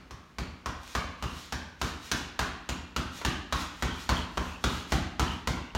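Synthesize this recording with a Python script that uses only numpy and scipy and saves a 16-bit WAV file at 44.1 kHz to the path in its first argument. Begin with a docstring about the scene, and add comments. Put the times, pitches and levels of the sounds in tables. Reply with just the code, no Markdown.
"""Bare fists smack a double-end bag, three or four times a second, in a wooden garage.
Each punch is a leather slap and a deep thump of the air bladder inside the bag;
walls and roof send both back, over a faint hush of air. Shoes scuff the concrete floor,
the cord's metal hook squeaks as the bag swings out, and once the bag knocks on its cords."""
import sys
import numpy as np
from scipy import signal
from scipy.fft import rfft, irfft, next_fast_len
from scipy.io import wavfile
from scipy.ndimage import uniform_filter1d

SR = 44100
rng = np.random.default_rng(int(sys.argv[2]) if len(sys.argv) > 2 else 0)


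def wrap_up_sound(samples):
    """Save the sound to the file named by the first command line argument, as 16-bit audio."""
    columns = np.atleast_2d(samples).T
    # keep every value between -1 and 1, then stretch to whole-number steps
    tamed = np.clip(columns, -1, 1)
    steps = np.round(tamed * 32767).astype(np.int16)
    wavfile.write(sys.argv[1], SR, steps)


N = 254456
TAIL = 2 ** 15  # samples for the garage to ring on after a sound


def gain(db):
    """Turn decibels into a number to multiply by."""
    return 10 ** (np.asarray(db) / 20)


def unit_energy(x):
    """Scale a sound so that its squared samples add up to one."""
    return x / np.sqrt(np.sum(x ** 2))


def frequencies(size):
    """The frequencies that make up a sound of this many samples."""
    return np.maximum(np.fft.rfftfreq(size, 1 / SR), 1)


def curve(points, hz):
    """Join (frequency, level) points with lines, giving every octave equal room."""
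    point_hz, db = np.transpose(points)
    return np.interp(np.log(hz), np.log(point_hz), db)


def bell(hz, centre_hz, octaves):
    """A bell-shaped bump of height one around a pitch."""
    return np.exp(-(np.log2(hz / centre_hz) / octaves) ** 2)


def colour(x, db):
    """Turn each frequency of a sound up or down by its level in db."""
    cepstrum = irfft(np.log(gain(db)), len(x))
    # fold the filter so that it rings after a sound, not before
    cepstrum[1:len(x) // 2] *= 2
    cepstrum[len(x) // 2 + 1:] = 0
    return irfft(rfft(x) * np.exp(rfft(cepstrum)), len(x))


def add(track, start_s, x):
    """Mix a sound into the track from the given time."""
    i = int(round(start_s * SR))
    x = x[max(-i, 0):max(len(track) - i, 0)]
    track[max(i, 0):max(i, 0) + len(x)] += x


def crack(db, decay_s):
    """A burst of tiny contacts that dies in milliseconds, with the tone given by db."""
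    size = 2 * (len(db) - 1)
    burst = rng.standard_normal(size) * np.exp(-np.arange(size) / SR / decay_s)
    smooth_power = uniform_filter1d(np.abs(rfft(burst)) ** 2, size=32)
    return colour(burst, db - 10 * np.log10(smooth_power))


def echoes(table, stray_ms, stray_db):
    """The direct sound and its echoes, nudged at random because the bag swings about."""
    response = signal.unit_impulse(TAIL)
    for ms, db in table:
        late, loud = rng.standard_normal(2)
        delay_ms = max(ms + stray_ms * late, 0.5)
        add(response, delay_ms / 1000, gain([db + stray_db * loud]))
    return response


# Fists landing on the bag: (time [s], thump level [dB], slap level [dB], snappiness [dB],
# ring of the air under the fist [Hz], ring of the tight leather [Hz])
PUNCHES = [(0.1088, -45, -50, -1, 1160, 5700), (0.3851, -33.5, -41.5, -0.5, 2250, 4500),
           (0.6595, -35.5, -37.5, -3, 1060, 5700), (0.951, -31.5, -32, -2.5, 1075, 2200),
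           (1.2252, -34, -40, -0.5, 1150, 2920), (1.5236, -36.5, -37.5, 0, 1560, 5500),
           (1.8149, -33, -35, 1, 900, 1410), (2.1154, -34, -34.5, 4, 1620, 5940),
           (2.3917, -33, -31.5, -0.5, 910, 1650), (2.6904, -33.5, -39, 2, 2580, 7000),
           (2.963, -32.5, -36, 1.5, 1330, 2870), (3.2494, -29, -34, 2.5, 1730, 2830),
           (3.525, -31, -32, -2.5, 1130, 3770), (3.824, -30, -33.5, -1, 1590, 2120),
           (4.0918, -26, -30.5, -1.5, 986, 4330), (4.373, -29, -35.5, -4.5, 1060, 3100),
           (4.6402, -28, -32, 0.5, 1320, 3530), (4.9214, -26, -32.5, 1, 770, 2000),
           (5.1955, -26.5, -31.5, 0, 945, 1370), (5.4738, -29.5, -35, 1.5, 1090, 2130),
           (5.75, -27.5, -37, -1, 860, 2830)]


def punches(slap_boost_db=35, thump_boost_db=-1, usual_gap_db=5):
    """Every punch sends a slap and a thump through the garage."""
    # a punch just before the start still rings
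    _, thump_db, slap_db, *tone = PUNCHES[1]
    earlier = (-0.18, thump_db - 1.5, slap_db - 1.5, *tone)
    out = np.zeros(N)
    for s, thump_db, slap_db, snappy_db, *rings_hz in [*PUNCHES, earlier]:
        depth_db = thump_db - slap_db - usual_gap_db  # a deep punch has extra thump for its slap
        ahead = slap(depth_db, snappy_db, *rings_hz, focus=1)
        # the room hears all sides of the bag at once, which blurs its rings
        around = slap(depth_db, snappy_db, *rings_hz, focus=0.75)
        add(out, s, gain(slap_db + slap_boost_db) * near_bounces(ahead, around, direct_db=0.2))
        add(out, s - 0.001, gain(thump_db + thump_boost_db) * (wall_bounces(thump(snappy_db)) + boom()))
    return out


# The basic tone of slapped leather: (frequency [Hz], level [dB])
LEATHER_TONE = [(100, -17.5), (220, -4), (310, -4.5), (440, -2.5), (600, -1.5), (850, 0), (1100, 0.5),
                (1500, -0.5), (2100, -6.5), (3200, -6), (6500, -9), (10000, -13.5), (15000, -17)]


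def slap(depth_db, snappy_db, air_hz, leather_hz, focus):
    """Knuckles on leather: a flat fist snaps, a deep one sounds hollow; trapped air and leather ring."""
    hz = frequencies(4096)
    hollow_db, top_db = 0.67 * depth_db, 1.35 * snappy_db
    fist_tone = [(500, hollow_db), (950, 0), (1700, 0),
                 (3200, snappy_db), (6000, snappy_db), (10000, top_db)]
    rings = bell(hz, air_hz, octaves=0.2) + bell(hz, leather_hz, octaves=0.13)
    ring_db = focus * (6.5 + 0.25 * depth_db)
    decay_s = 0.00105 * np.exp(-0.05 * depth_db)  # a deeper punch has a shorter slap
    return crack(curve(LEATHER_TONE, hz) + curve(fist_tone, hz) + ring_db * rings, decay_s)


def thump(snappy_db, leak_hz=70.5, soft_hz=420):
    """The fist dents the bladder: one brief dip of pressure, whose slowest part leaks round the bag."""
    t = np.arange(SR // 10) / SR
    push_s = 0.0021 * np.exp(-0.2052 * snappy_db)  # a snappier punch dents it faster
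    dent = -t / push_s * np.exp(1 - t / push_s)
    leaked = signal.sosfilt(signal.butter(2, leak_hz, "high", fs=SR, output="sos"), dent)
    return signal.sosfilt(signal.butter(2, soft_hz, fs=SR, output="sos"), leaked)


# Echoes from hard surfaces close to the bag: (delay [ms], level [dB])
NEAR_ECHOES = [(2.1, -3.5), (4.8, -2), (8.4, -8.5), (12.8, -8), (21.8, -12), (31, -17)]


def near_bounces(ahead, around, direct_db, clutter_db=-3, clutter_s=0.0038, reverb_db=4):
    """Sound sent ahead arrives with quick echoes; sound sent all around fills the garage."""
    t = np.arange(TAIL) / SR
    near = echoes(NEAR_ECHOES, stray_ms=0.5, stray_db=1.5)
    # studs, rafters and shelves scatter the sound
    clutter = unit_energy(rng.standard_normal(TAIL) * np.sqrt(t) * np.exp(-t / clutter_s))
    near += gain(clutter_db) * clutter
    near[0] = gain(direct_db)
    wash = signal.fftconvolve(around, reverb(build_s=0.0054))
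    return signal.fftconvolve(ahead, near) + gain(reverb_db) * wash


# Echoes of the thump from the big walls and the roof: (delay [ms], level [dB])
WALL_ECHOES = [(4.1, 6.5), (15.2, -4.5), (17.9, 6.5), (21, 1.5), (31, 0), (33.6, 11.5), (39.2, 7.5),
               (48, 0), (96.2, 2), (99.8, 3), (113.6, -2.5), (139.5, 1.5), (153, -3.5)]


def wall_bounces(sound, scatter_db=8, scatter_hz=190, dull_hz=130, crisp_s=0.054):
    """Long sound waves bounce cleanly off the walls; only shorter ones scatter."""
    walls = echoes(WALL_ECHOES, stray_ms=0.22, stray_db=0.5)
    crisp_share = np.exp(-(np.arange(TAIL) / SR / crisp_s) ** 2)
    # after several bounces an echo keeps only its bass
    dull = irfft(rfft(walls * (1 - crisp_share)) / (1 + (frequencies(TAIL) / dull_hz) ** 4), TAIL)
    cut_bass = signal.butter(2, scatter_hz, "high", fs=SR, output="sos")
    scattered = gain(scatter_db) * signal.sosfilt(cut_bass, reverb(build_s=0.033))
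    return signal.fftconvolve(sound, walls * crisp_share + dull + scattered)[:TAIL]


# The garage's own low notes: (pitch [Hz], level [dB], time to fade by 60 dB [s])
GARAGE_NOTES = [(52.8, -23, 1.04), (64.3, -41, 1.4), (77.37, -29.5, 2.8), (107.1, -12.5, 0.26),
                (147, -50, 0.15), (180.5, -16.5, 0.82), (227, -24.5, 0.7), (244, -18, 0.71),
                (255.2, -22.5, 0.93), (296.6, -29, 1.4)]


def boom(boost_db=5, build_s=0.016):
    """Waves trapped between the walls swell after a thump and hang on."""
    t = np.arange(TAIL) / SR
    notes = sum(gain(db) * np.sin(2 * np.pi * hz * t) * gain(-60 * t / fade_s)
                for hz, db, fade_s in GARAGE_NOTES)
    return gain(boost_db) * notes * (1 - np.exp(-t / build_s))


# The garage's wash of blurred echoes: (frequency [Hz], level [dB], time to fade by 60 dB [s])
REVERB_BANDS = [(60, 4, 0.69), (185, 1, 0.52), (297, 5.5, 0.69), (470, 0.5, 0.64), (686, -1.5, 0.72),
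                (1200, 0, 0.76), (2680, -1, 0.81), (5900, -2, 0.55), (10000, -3, 0.43), (15000, -3.5, 0.32)]


def reverb(build_s):
    """Countless echoes build up, then each band of frequencies dies away at its own speed."""
    t = np.arange(TAIL) / SR
    noise_spectrum = rfft(rng.standard_normal(TAIL))
    wash = np.zeros(TAIL)
    for band_hz, db, fade_s in REVERB_BANDS:
        # one at this band, falling to zero at its neighbours
        share = curve([(hz, float(hz == band_hz)) for hz, *_ in REVERB_BANDS], frequencies(TAIL))
        wash += irfft(noise_spectrum * share, TAIL) * gain(db - 60 * t / fade_s)
    return unit_energy(wash * (1 - np.exp(-t / build_s)))


# The tone of the garage's quiet air: (frequency [Hz], level [dB])
AIR_TONE = [(25, -16), (55, 3.5), (100, -7), (250, -11), (600, -19), (1300, -17.5), (3000, -23),
            (7000, -31), (15000, -34)]


def air(level_db=-59.5):
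    """The still air of the garage: a faint, low, steady hush."""
    hush = colour(rng.standard_normal(N), curve(AIR_TONE, frequencies(N)))
    return gain(level_db) * unit_energy(hush) * np.sqrt(N)


# Shoe scuffs: (time of loudest point [s], length [s], level [dB])
SCUFFS = [(0.917, 0.23, -47.5), (1.392, 0.34, -46.5), (1.872, 0.14, -43), (2.063, 0.13, -44),
          (2.174, 0.081, -45), (3.178, 0.12, -42.5), (3.609, 0.16, -39), (3.828, 0.19, -50),
          (4.015, 0.19, -45), (4.178, 0.078, -41.5), (4.465, 0.31, -48.5), (4.752, 0.26, -42.5),
          (4.928, 0.1, -40.5), (5.325, 0.14, -50)]
# The tone of a rubber sole on concrete: (frequency [Hz], level [dB])
SOLE_TONE = [(100, -17), (600, -4), (1500, -5), (3000, 1), (6500, -0.5), (10000, -3.5), (15000, -6)]


def shoes(grit_db=3, rise_share=0.65, reverb_db=2):
    """Soles slide over grit: many tiny slips swell and fade with each step, and the garage echoes them."""
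    t = np.arange(N) / SR
    swells = sum(gain(db) * np.interp((t - s) / length_s, [-rise_share, 0, 1 - rise_share], [0, 1, 0])
                 for s, length_s, db in SCUFFS)
    slips = rng.standard_normal(N) * gain(grit_db * rng.exponential(size=N))
    scrape = unit_energy(colour(slips, curve(SOLE_TONE, frequencies(N)))) * np.sqrt(N)
    room = unit_energy(signal.unit_impulse(TAIL) + gain(reverb_db) * reverb(build_s=0.0019))
    return signal.fftconvolve(swells * scrape, room)[:N]


# Squeaks of the cord's metal hook: (time of loudest point [s], pitch [Hz], level [dB])
HOOK_SQUEAKS = [(1.31, 2800, -56), (3.35, 3000, -54), (3.937, 3200, -46), (4.19, 3170, -45.5),
                (4.53, 2640, -52), (4.78, 2830, -51), (5.33, 3000, -45), (5.62, 2700, -53)]


def hook(length_s=0.14, width_octaves=0.11, stick_db=4):
    """The hook sticks and slips in its eye as the cord pulls: a brief, rough squeak."""
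    t = np.arange(N) / SR
    out = np.zeros(N)
    for s, hz, db in HOOK_SQUEAKS:
        slips = rng.standard_normal(N) * gain(stick_db * rng.exponential(size=N))
        squeak = irfft(rfft(slips) * bell(frequencies(N), hz, width_octaves), N)
        swell = np.exp(-(2 * (t - s) / length_s) ** 2)
        out += gain(db) * swell * unit_energy(squeak) * np.sqrt(N)
    return out


# The bag's light knock on its cords: (time [s], level [dB], pitch [Hz])
CORD_KNOCKS = [(3.215, -43, 850)]


def cord_knock(boost_db=35):
    """The bag knocks on its cords: a short tap that bounces round the garage."""
    out = np.zeros(N)
    for s, db, hz in CORD_KNOCKS:
        tone_db = 24 * (bell(frequencies(4096), hz, octaves=2.2) - 1)
        tap = crack(tone_db, decay_s=0.0015)
        add(out, s, gain(db + boost_db) * near_bounces(tap, tap, direct_db=5))
    return out


def scene():
    """Punches, air, footwork, hook and cords, mixed into one channel."""
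    return (punches() + air() + shoes() + hook() + cord_knock())[None]


# How much the microphone lifts or lowers each frequency: (frequency [Hz], level [dB])
MIC_TONE = [(27, -10), (46, 5), (4400, 2), (4900, 0.5), (5700, 1), (7000, 0.5), (7800, -4.5), (9500, -4.5),
            (10400, -9.5), (11500, -5.5), (15500, -8.5)]


def record(dry, top_hz=15900):
    """A phone microphone thins the deepest bass, colours the treble and cuts the top."""
    size = next_fast_len(N + SR)
    heard = irfft(rfft(dry, size) * gain(curve(MIC_TONE, frequencies(size))), size)[:, :N]
    return signal.sosfilt(signal.ellip(10, 0.2, 70, top_hz, fs=SR, output="sos"), heard)


dry = scene()
out = record(dry)
wrap_up_sound(out)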